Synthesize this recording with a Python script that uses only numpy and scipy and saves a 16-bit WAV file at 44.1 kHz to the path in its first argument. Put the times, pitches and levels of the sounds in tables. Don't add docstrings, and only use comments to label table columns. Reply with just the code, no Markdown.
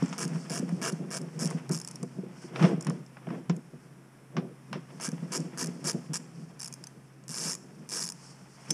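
import sys
import numpy as np
from scipy import signal
from scipy.fft import rfft, irfft
from scipy.io import wavfile
from scipy.ndimage import uniform_filter1d

SR = 44100
rng = np.random.default_rng(int(sys.argv[2]) if len(sys.argv) > 2 else 0)


def voltage_ratio(level):
    return 10 ** (np.asarray(level, float) / 20)


def store_wav(level_fs):
    pcm = np.round(np.clip(np.atleast_2d(level_fs), -1, 1) * 32767)
    wavfile.write(sys.argv[1], SR, pcm.T.astype(np.int16))


N = 384993

# freq_hz, level_db, t60_s
HEAD_MODES = [(4990, -4.5, 0.0062), (5473, -8, 0.007), (6000, -6, 0.008), (6770, -7.5, 0.012),
              (7604, -5, 0.007), (8610, -11, .009), (9340, -13, 0.012), (10630, -8.5, 0.0074),
              (12320, -17.5, 0.007), (13600, -19, 0.007), (14700, -18, .006)]
# freq_hz, level_db, t60_s
BOLT_MODES = [(382, -4.5, 0.11), (491.6, 2, 0.031), (676, -1, 0.028), (1009, -6, 0.032), (1293, -1, 0.01),
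              (1628, 0, 0.01), (2290, -5, 0.017), (2763, -4, 0.0083), (3180, -15.5, 0.036)]
# start_s, peak_db
FIRST_CRANKING = [(0.1805, -25), (0.185, -27), (0.1894, -28), (0.1933, -28), (0.2026, -29), (0.2051, -29),
                  (0.2094, -31), (0.2114, -28), (0.2158, -25), (0.2202, -28), (0.225, -26), (0.2278, -23),
                  (0.2309, -25), (0.2391, -27), (0.2449, -31), (0.4976, -29), (0.502, -28), (0.5074, -30),
                  (0.5166, -29), (0.5205, -33), (0.5237, -30), (0.5271, -33), (0.5304, -31), (0.5345, -30),
                  (0.5372, -29), (0.5413, -28), (0.5471, -29), (0.5498, -29), (0.5556, -28), (0.5572, -31),
                  (0.5613, -31), (0.5638, -30), (0.5674, -29), (0.574, -28), (0.5772, -26), (0.5815, -32),
                  (0.5885, -28),
                  (0.8157, -30), (0.8212, -30), (0.8265, -26), (0.8297, -29), (0.8335, -28), (0.8387, -26),
           (0.8414, -26), (0.8461, -30), (0.8482, -29), (0.8509, -26), (0.8536, -29), (0.8595, -26),
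           (0.8617, -27), (0.8653, -29), (0.8705, -25), (0.8753, -27), (0.8787, -26), (0.8815, -27),
           (0.8852, -27), (0.8886, -32), (0.8944, -27), (0.8989, -28), (1.1052, -34), (1.1123, -30),
           (1.1184, -30), (1.1239, -31), (1.1284, -29), (1.1332, -30), (1.1361, -30), (1.1415, -25),
           (1.1452, -29), (1.1482, -26), (1.154, -29), (1.1605, -28), (1.1651, -31), (1.1685, -24),
           (1.1738, -27), (1.1769, -30), (1.1849, -35),
                  (1.3917, -29), (1.3973, -29), (1.402, -29), (1.4057, -30), (1.4099, -28), (1.4132, -30),
           (1.4168, -28), (1.4193, -29), (1.4225, -31), (1.4251, -29), (1.428, -29), (1.4308, -23),
           (1.4343, -29), (1.4409, -28), (1.4474, -24), (1.7131, -28), (1.7184, -27), (1.7234, -26),
           (1.7282, -29), (1.7329, -24), (1.7376, -33), (1.741, -30), (1.7463, -22), (1.7515, -28),
           (1.7567, -32), (1.7589, -31), (1.7653, -29)]
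# start_s, peak_db
SECOND_CRANKING = [(4.9995, -38), (5.0079, -35), (5.0122, -27), (5.0187, -32), (5.0223, -30), (5.0277, -29),
                   (5.0305, -32), (5.0354, -27), (5.0385, -28), (5.0431, -27), (5.0464, -23), (5.051, -23),
                   (5.0544, -27), (5.0584, -25), (5.0624, -27), (5.0667, -25), (5.0717, -30), (5.0775, -29),
                   (5.0888, -28), (5.3195, -30), (5.3232, -26), (5.3282, -26), (5.3316, -25), (5.3354, -26),
                   (5.3379, -29), (5.3427, -28), (5.3456, -27), (5.35, -22), (5.3529, -25), (5.3575, -20),
                   (5.3609, -23), (5.3653, -23), (5.3693, -23), (5.3751, -24), (6.5931, -40), (6.5971, -31),
                   (6.6029, -29), (6.6132, -29), (6.6188, -26), (6.6298, -27), (6.6334, -27), (6.6443, -28),
                   (6.6475, -30), (6.6583, -29), (6.6622, -30), (6.6759, -29), (6.6805, -31),
                   (5.575, -29), (5.5808, -28), (5.5848, -26), (5.5904, -27), (5.5933, -24), (5.5977, -26),
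           (5.6001, -25), (5.6041, -31), (5.6069, -26), (5.6105, -22), (5.6129, -23), (5.6161, -22),
           (5.6215, -23), (5.627, -19), (5.631, -27), (5.6404, -26), (5.6442, -25), (5.8426, -29),
           (5.8477, -29), (5.8518, -28), (5.8565, -25), (5.8599, -29), (5.8638, -29), (5.8665, -26),
           (5.8701, -22), (5.8731, -21), (5.8761, -21), (5.8789, -20), (5.8843, -19), (5.8886, -17),
           (5.894, -21), (5.8971, -16), (5.9012, -22), (5.9083, -23), (5.9147, -24), (6.1338, -25),
           (6.1368, -26), (6.141, -20), (6.1479, -22), (6.1549, -21), (6.1579, -21), (6.1651, -23),
           (6.17, -25), (6.1746, -31)]
# start_s, peak_db
LONG_SWINGS = [(7.2919, -29), (7.2978, -31), (7.3051, -29), (7.3108, -31), (7.3159, -28), (7.3221, -32),
               (7.3259, -34), (7.3286, -35), (7.3321, -31), (7.3347, -32), (7.3415, -27), (7.3439, -27),
               (7.3502, -29), (7.3527, -28), (7.3586, -28), (7.3609, -26), (7.3663, -27), (7.3689, -28),
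               (7.3744, -24), (7.377, -27), (7.3826, -23), (7.386, -26), (7.3917, -25), (7.3949, -28),
               (7.3995, -24), (7.4069, -28), (7.4098, -28), (7.4139, -24), (7.4173, -26), (7.4214, -23),
               (7.4246, -26), (7.4291, -27), (7.4322, -25), (7.4389, -23), (7.4436, -26), (7.4464, -24),
               (7.4504, -24), (7.4529, -23), (7.4571, -25), (7.4596, -24), (7.4634, -25), (7.4659, -26),
               (7.4699, -25), (7.4734, -23), (7.4773, -25), (7.4805, -23), (7.4844, -22), (7.488, -25),
               (7.4923, -23), (7.4954, -23), (7.4976, -26), (7.5002, -23), (7.5026, -26), (7.5076, -25),
               (7.5102, -25), (7.5158, -22), (7.5202, -22), (7.5264, -27), (7.5316, -21),
               (7.8903, -29), (7.8971, -29), (7.9062, -29), (7.911, -33), (7.9167, -26), (7.92, -26),
                (7.9252, -23), (7.9286, -27), (7.9333, -28), (7.9369, -22), (7.9403, -29), (7.9437, -28),
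                (7.9471, -24), (7.9498, -27), (7.9565, -24), (7.9595, -26), (7.9621, -27), (7.9654, -25),
                (7.9679, -24), (7.9709, -23), (7.9736, -24), (7.9787, -26), (7.9817, -26), (7.9841, -27),
                (7.989, -25), (7.9932, -22), (8.0021, -26), (8.0051, -26), (8.0074, -25), (8.0117, -24),
                (8.0139, -25), (8.0177, -25), (8.0216, -21), (8.0256, -20), (8.0282, -23), (8.0327, -30),
                (8.0374, -22), (8.0423, -24), (8.0482, -28), (8.0522, -24), (8.0621, -29), (8.0687, -26),
                (8.0765, -26)]
# start_s, peak_db
STRAGGLER_TEETH = [(0.2514, -27), (0.2783, -32), (0.5944, -30), (0.6913, -39), (0.9218, -36), (0.9246, -33),
                   (1.2151, -37), (1.4564, -22), (1.4644, -28), (1.474, -26), (1.503, -33), (1.5084, -33),
                   (1.6926, -29), (3.5648, -39), (4.7292, -39), (5.1172, -36), (5.4031, -33), (5.6594, -28),
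                   (5.6704, -28), (5.9304, -35), (7.2809, -29), (7.5404, -27), (7.4026, -28), (7.4365, -25),
                   (5.8816, -23), (6.1435, -24), (7.5511, -23), (8.089, -23), (8.1004, -24), (8.1214, -28)]
# start_s, peak_db
SLOW_TURN_TEETH = [(1.7749, -27), (1.7874, -31), (1.7998, -29), (1.8148, -29), (1.8477, -27), (1.8751, -26),
                   (1.8854, -31), (1.9116, -32), (1.957, -32), (2.0293, -29), (2.809, -28), (2.8245, -33),
                   (2.8474, -34), (2.8684, -31), (2.8978, -31), (6.7261, -29), (6.7386, -29), (6.8394, -29),
                   (6.8698, -30)]
# start_s, peak_db
PAWL_TICKS = [(0.0273, -34), (0.0593, -34), (0.0807, -37), (0.0912, -36), (0.0974, -36), (0.1276, -34),
              (0.1324, -34), (3.0629, -44), (3.4955, -30), (3.5024, -37), (4.368, -39), (7.238, -45)]
# start_s, end_s, whirr_db, grind_db, grind_tilt_db_per_octave
BACK_SWINGS = [(0.189, .245, -26, -39, 0.8), (0.51, 0.588, -28, -39.5, 1), (0.824, 0.901, -24, -36.5, 2.5),
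               (1.117, 1.185, -28, -40.5, -0.3), (1.395, 1.441, -27.5, -41.5, -2),
               (1.72, 1.754, -29.5, -53.5, 5), (5.007, 5.094, -35, -43.5, 1.5),
               (5.314, 5.364, -27.5, -39.5, 0), (5.577, 5.652, -28.5, -43.5, 1),
               (5.848, 5.914, -24, -42, 1), (6.134, 6.17, -26, -48, 3), (6.601, 6.693, -50, -59.5, 5),
               (7.3, 7.52, -34, -51, 2.5), (7.925, 8.005, -27, -48, 1)]
# start_s, peak_db
CLANK_HITS = [
    (8.7048, -12.5),
    (8.7075, -11),
    (8.7105, -22),
]
# freq_hz, level_db, t60_s
STEEL_MODES = [(2300, -20, 0.008), (3300, -20, 0.008), (5420, 2, 0.0059), (6130, -10, 0.06),
               (7230, -7.5, .014), (8430, -9, 0.012), (9530, -9.5, 0.013), (10900, -15.5, .01),
               (13300, -18, .01)]
# start_s, peak_db
PALM_THUMPS = [(0.025, -17.5), (0.252, -23), (0.363, -27), (0.506, -25.5), (0.599, -22), (0.626, -20.5),
               (0.692, -28), (0.724, -22), (0.928, -24.5), (1.002, -26), (1.203, -29), (1.354, -33),
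               (1.456, -22.5), (1.548, -22), (2.728, -18), (2.78, -27), (5.084, -24.5), (5.128, -24),
               (5.225, -26.5), (5.305, -32.5), (5.398, -23), (5.623, -29.5), (5.681, -27), (5.946, -21),
               (6.095, -29), (6.382, -36), (7.294, -34.5), (7.805, -39)]
# start_s, peak_db
TOOL_KNOCKS = [(1.699, -20), (2.03, -26.5), (2.186, -24.5), (2.233, -28.5), (2.441, -33.5), (2.611, -14),
               (2.636, -14), (2.643, -12), (2.871, -22.5), (3.27, -27), (3.306, -27.5), (3.497, -16),
               (3.735, -36.5), (4.369, -25.5), (4.38, -22.5), (4.757, -28), (8.706, -27.5)]
# freq_hz, level_db, t60_s
PANEL_MODES = [(147, -22, 0.05), (165, 1.5, 0.2), (189, -4, 0.15), (205.7, -10.5, .12), (252.7, -7, 0.23),
               (330, -9, 0.1), (375, -10, 0.12), (475.3, -13, 0.11), (565, -17, 0.045),
               (668.3, -18.5, 0.068)]
# start_s, peak_db, t60_s, crack_over_rattle_db
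HARD_TAPS = [(0.022, -35.5, .06, 7), (0.127, -32.5, .09, 7), (.358, -42, .035, 3), (0.691, -42, .06, 7),
             (1.509, -39, .06, 4), (1.696, -39, .18, 7), (2.031, -43, .068, 7), (2.559, -31, .1, 9),
             (2.594, -34, .2, -3), (2.626, -29, .12, 3), (2.641, -29, .18, -3), (2.65, -31, .12, 3),
             (2.868, -33, .075, 7), (2.903, -35.5, .066, 7), (3.169, -42.5, .065, 7), (3.269, -48, .05, 3),
             (3.288, -42, .05, 3), (3.303, -40, .06, 3), (3.349, -47, .07, 3), (3.497, -28.5, .1, 7),
             (4.367, -31, .12, 3), (4.729, -29.5, .18, 7), (4.999, -41, .1, 7), (5.179, -47, .03, 7),
             (8.705, -42, .055, 7)]
# freq_hz, gain_db
TAP_SPECTRUM = [(300, -2), (1000, 7), (2000, -1), (3500, -3.5), (5400, -3.5), (9000, -30.5), (15000, -46)]
# time_s, level_db
HAND_EFFORT = [(0, -42), (.8, -44), (1.3, -50), (1.9, -47), (2.3, -50), (3.1, -55), (3.7, -55), (4.2, -60),
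               (4.62, -56), (4.85, -47), (5.5, -45), (6.07, -48), (6.5, -50), (7.24, -57), (7.76, -51),
               (8.14, -54), (8.6, -57)]
# peak_s, boom_db, creak_db, rise_s, fall_s (per 20 dB)
PANEL_PUSHES = [(.035, -27, -42, .05, .12), (.38, -31.5, -46, .4, .12), (.64, -32, -40, .2, .4),
                (.85, -44, -41, .15, .4), (1.01, -34.5, -45, .3, .15), (1.23, -33, -43, .4, .1),
                (1.45, -32, -40, .14, .4), (1.55, -35, -32, .2, .11), (1.71, -29, -40, .045, .13),
                (2.045, -31, -48, .025, .08), (2.19, -40, -46, .05, .25), (2.645, -23, -18, .1, .12),
                (2.88, -23.5, -32.5, .05, .14), (3.33, -33, -35, .06, .12), (3.51, -26, -35, .014, .1),
                (4.38, -31, -29, .035, .1), (4.76, -33.5, -54, .07, .15), (8.73, -31, -37.5, .04, .1),
                (5.42, -36, -40, .3, .12), (5.67, -36, -43, .35, .3), (5.96, -34, -41, .3, .15),
                (6.11, -37.5, -51, .07, .5), (7.47, -42, -48.5, .3, .5), (8.06, -39.5, -48, .45, .12)]
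# peak_s, scrape_db, rustle_db, rise_s, fall_s (per 20 dB)
GLOVE_SLIPS = [
    (0, -56.5, -61, .1, 1.5),
    (1.52, -54.5, -58, .3, .25),
    (2.44, -60.5, -58, .12, .12),
    (2.64, -41.5, -50, .12, .12),
    (2.9, -58, -64, .3, .2),
    (3.31, -57, -69, .15, .2),
    (8.22, -63, -60, .15, .5),
    (8.73, -61, -58, .6, .1),
]
# freq_hz, gain_db
SCRAPE_SPECTRUM = [(600, -1), (900, 2.5), (1800, -3), (3200, -6.5), (5000, -20)]
# freq_hz, gain_db
RUSTLE_SPECTRUM = [(3000, -26), (4500, 15), (9000, 10), (15000, -21.5)]
# freq_hz, gain_db
SHOP_SPECTRUM = [(100, 7.5), (250, 3.5), (600, -8), (1500, -12), (3000, -20.5), (6000, -19.5),
                 (10000, -15.5), (16000, -19)]
# freq_hz, gain_db
MIC_RESPONSE = [(2500, 3.5), (3400, 0), (4000, -5.5), (4600, -6.5), (5400, 1.5), (6500, -5), (10000, -3),
                (11500, -10), (13500, -11.5), (14800, -20), (15500, -24), (16000, -40)]
# freq_hz, gain_db
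RUMBLE_SPECTRUM = [(30, -1), (60, 5), (120, 5), (300, -37)]

BOUNCE_S = .003
TREBLE_DB, TREBLE_DB_PER_DB, TREBLE_PIVOT_DB = -4, -.4, -26
PALM_UPPER_DB, TOOL_UPPER_DB, GRIP_T60_S = -4.5, 4, .1
DULL_HZ, HARD_TAP_DB = 3300, -32
CREAK_DB, SCRAPE_DB, RUSTLE_DB = -8, -18, -20.5
ARCH_T60_S, ARCH_DB, ROOM_T60_S, ROOM_DB = .023, -9, .55, -19.5
SHOP_DB, HUM_DB, RUMBLE_DB, LOW_CUT_HZ = -56.5, -60, -75.5, 133


def ratchet():
    s, db = teeth()
    count = len(s)
    low = strikes(HEAD_MODES[:5], count, size=500, scatter_db=3., detune=.04, rise_s=.0003)
    high = strikes(HEAD_MODES[5:], count, size=500, scatter_db=3., detune=.04, rise_s=.0003)
    treble_db = TREBLE_DB + TREBLE_DB_PER_DB * np.clip(db - TREBLE_PIVOT_DB, -7, 9)
    snap = low + voltage_ratio(treble_db)[:, None] * high
    knock = voltage_ratio(-21.5) * strikes(BOLT_MODES[3:], count, size=500, scatter_db=3.0, detune=0.087, rise_s=0.00024)
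    chance = rng.standard_normal((count, 2))
    bounce = strikes(HEAD_MODES, count, size=300, scatter_db=2.0, detune=0.043, rise_s=.0005)
    bounce_s = s + BOUNCE_S * (1 + .2 * chance[:, 0])
    bounce_db = db - 15.5 + 0.89 * chance[:, 1]
    out = place(s + .0001, voltage_ratio(db + 1.1)[:, None] * (snap + knock))
    out = out + place(bounce_s, voltage_ratio(bounce_db)[:, None] * bounce)
    s, db = np.transpose(PAWL_TICKS)
    tick = strikes(HEAD_MODES[:5], len(s), size=500, scatter_db=3.5, detune=.04, rise_s=.0004)
    return out + place(s + .0003, voltage_ratio(db + 1.5)[:, None] * tick)


def teeth():
    cranks = FIRST_CRANKING + SECOND_CRANKING
    return np.transpose(cranks + LONG_SWINGS + STRAGGLER_TEETH + SLOW_TURN_TEETH)


def whirr():
    t, out, drag, tilt = np.arange(N) / SR, 0, 0, 0
    for start, end, whirr_db, grind_db, tilt_db in BACK_SWINGS:
        chance = rng.standard_normal((110, 2))
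        s = start + np.cumsum(0.0019 * np.exp(0.25 * chance[:, 0]))
        arch_db = -14. * ((s - start) / (end - start) - .6) ** 2 - 8.5
        gain = voltage_ratio(whirr_db + arch_db + 3. * chance[:, 1])
        ring = strikes(HEAD_MODES, 110, size=300, scatter_db=5., detune=0.0486, rise_s=0.00055)
        out = out + place(s[s < end], (gain[:, None] * ring)[s < end])
        corners_s = [start - .013, start - .009, end - .01, end + 0.02]
        drag = drag + voltage_ratio(grind_db) * np.interp(t, corners_s, [0, .85, 1, 0])
        tilt = tilt + tilt_db * (np.abs(t - (start + end) / 2) < end - start)
    s, db = teeth()
    jolt = place(s, voltage_ratio(db / 2)[:, None] * np.exp(-np.arange(400) / SR / .0015))
    grit = rng.standard_normal(N) * (jolt + .03)
    grind = 0
    for hz, db, t60 in BOLT_MODES:
        turn = voltage_ratio(2.2 * walk(16) + tilt * np.log2(hz / 1000))
        grind = grind + turn * level(resonate(grit, hz, t60), db - 18.)
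    return out + drag * grind


def clank():
    s, db = np.transpose(CLANK_HITS)
    ring = strikes(STEEL_MODES, len(s), size=2000, scatter_db=2.5, detune=0.008, rise_s=0.00014)
    return place(s, voltage_ratio(db)[:, None] * ring)


def thumps():
    out, t = 0, np.arange(5000) / SR
    grip = .8 + np.exp(-np.log(1000) * t / GRIP_T60_S)
    for table, upper_db in ((PALM_THUMPS, PALM_UPPER_DB), (TOOL_KNOCKS, TOOL_UPPER_DB)):
        s, db = np.transpose(table)
        held = [(hz, gain_db + upper_db * (hz > 300), 0.9 * t60) for hz, gain_db, t60 in PANEL_MODES]
        ring = grip * strikes(held, len(s), size=5000, scatter_db=3.5, detune=0.034, rise_s=.002)
        out = out + place(s + .0005, voltage_ratio(db - 5.5)[:, None] * ring)
    return out


def taps():
    s, db, t60, crack_db = np.transpose(HARD_TAPS)
    t = np.arange(6000) / SR
    rattle = np.exp(-np.log(1000) * t / np.clip(t60, .005, .3)[:, None])
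    fall = rattle * (1 + voltage_ratio(crack_db)[:, None] * np.exp(-t / 0.0019))
    noise = rng.standard_normal((len(s), 6000))
    crack = colour(noise * fall * np.minimum(t / .0006, 1), TAP_SPECTRUM)
    dull = signal.sosfilt(signal.butter(4, DULL_HZ, fs=SR, output="sos"), crack)
    crack = dull + voltage_ratio(np.minimum(db - HARD_TAP_DB, 0))[:, None] * (crack - dull)
    return place(s, voltage_ratio(db + 4.0)[:, None] * crack / np.abs(crack).max(axis=1, keepdims=True))


def shake():
    boom, creak = swells(PANEL_PUSHES, [0, CREAK_DB])
    out, unrest_db = 0, 4.5 * walk(30)
    for hz, db, t60 in PANEL_MODES:
        push = voltage_ratio(unrest_db) * rng.standard_normal(N)
        ring = level(resonate(push, hz, 0.51 * t60), db)
        out = out + ring * (boom * voltage_ratio(-8.5) if hz < 300 else creak * voltage_ratio(-1.5))
    return out


def slide():
    scrape, rustle = swells(GLOVE_SLIPS, [SCRAPE_DB, RUSTLE_DB])
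    grit = rng.standard_normal(N) * voltage_ratio(2.0 * walk(300) + 2.2 * walk(40))
    cloth = rng.standard_normal(N) * voltage_ratio(1.9 * walk(60) + 2.2 * walk(9))
    scraping = level(colour(grit, SCRAPE_SPECTRUM), 0) * scrape * voltage_ratio(3.0)
    return scraping + level(colour(cloth, RUSTLE_SPECTRUM), 0) * rustle * voltage_ratio(5.5)


def shop():
    air = level(colour(rng.standard_normal(N), SHOP_SPECTRUM), SHOP_DB) * voltage_ratio(.8 * walk(3))
    hum_hz = 134 + 1.5 * walk(8)
    hum = np.sin(2 * np.pi * np.cumsum(hum_hz) / SR) * voltage_ratio(1.5 * walk(6))
    return air + level(hum, HUM_DB)


def strikes(modes, count, size, scatter_db, detune, rise_s):
    t, out = np.arange(size) / SR, 0
    chance = rng.standard_normal((count, len(modes), 3))
    for k, (hz, db, t60) in enumerate(modes):
        phase = 2 * np.pi * hz * (1 + detune * chance[:, k, 1:2]) * t + chance[:, k, 2:]
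        decay = np.exp(-np.log(1000) * t / t60)
        out = out + voltage_ratio(db + scatter_db * chance[:, k, :1]) * np.sin(phase) * decay
    out = out * (1 - np.exp(-t / rise_s))
    return out / np.abs(out).max(axis=1, keepdims=True)


def resonate(drive, hz, t60):
    pole = np.exp(2j * np.pi * hz / SR - np.log(1000) / (t60 * SR))
    return signal.lfilter([1], [1, -pole], drive).imag


def place(times, shapes):
    out = np.zeros(N + shapes.shape[1])
    for s, shape in zip(times, shapes):
        i = min(max(int(s * SR), 0), N)
        out[i:i + len(shape)] += shape
    return out[:N]


def swells(table, rest_db):
    t = np.arange(0, N / SR + .002, .002)
    power = voltage_ratio(np.interp(t, *np.transpose(HAND_EFFORT)) + np.array(rest_db)[:, None]) ** 2
    for s, a_db, b_db, rise_s, fall_s in table:
        drop_db = 20 * np.maximum((s - t) / rise_s, (t - s) / fall_s)
        power = power + voltage_ratio(np.array([[a_db], [b_db]]) - drop_db) ** 2
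    return (np.interp(np.arange(N) / SR, t, np.sqrt(p)) for p in power)


def walk(rate_hz):
    k = int(SR / rate_hz)
    return uniform_filter1d(np.repeat(rng.standard_normal(N // k + 1), k), k)[:N]


def level(x, db):
    return x * voltage_ratio(db) / np.sqrt(np.mean(x ** 2))


def colour(x, points):
    hz, db = np.transpose(points)
    grid_hz = np.maximum(np.fft.rfftfreq(2048, 1 / SR), 1)
    cepstrum = irfft(np.log(voltage_ratio(np.interp(np.log(grid_hz), np.log(hz), db))))
    cepstrum[1:1024] *= 2
    cepstrum[1025:] = 0
    kernel = irfft(np.exp(rfft(cepstrum)))
    if x.ndim > 1:
        kernel = kernel[None]
    return signal.fftconvolve(x, kernel, axes=-1)[..., :x.shape[-1]]


def tail(t60_s, db, gap_s):
    t = np.arange(int(t60_s * SR)) / SR
    h = rng.standard_normal(len(t)) * np.exp(-np.log(1000) * t / t60_s) * (t > gap_s)
    return h * voltage_ratio(db) / np.sqrt(np.sum(h ** 2))


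def scene():
    clicks = ratchet() + clank()
    clicks = clicks + signal.fftconvolve(clicks, tail(ARCH_T60_S, ARCH_DB, .0008))[:N]
    near = clicks + whirr() + thumps() + taps() + shake() + slide()
    room = signal.fftconvolve(near, tail(ROOM_T60_S, ROOM_DB, .004))[:N]
    return (near + room + shop())[None]


def top_cut(x):
    return signal.sosfilt(signal.butter(12, 15750, fs=SR, output="sos"), x)


def record(dry):
    wind_cut = signal.ellip(5, .5, 21, LOW_CUT_HZ, "highpass", fs=SR, output="sos")
    rumble = level(colour(rng.standard_normal(N), RUMBLE_SPECTRUM), RUMBLE_DB)
    mix = signal.sosfiltfilt(wind_cut, colour(dry, MIC_RESPONSE)) + rumble
    return top_cut(mix)


dry = scene()
out = record(dry)
store_wav(out)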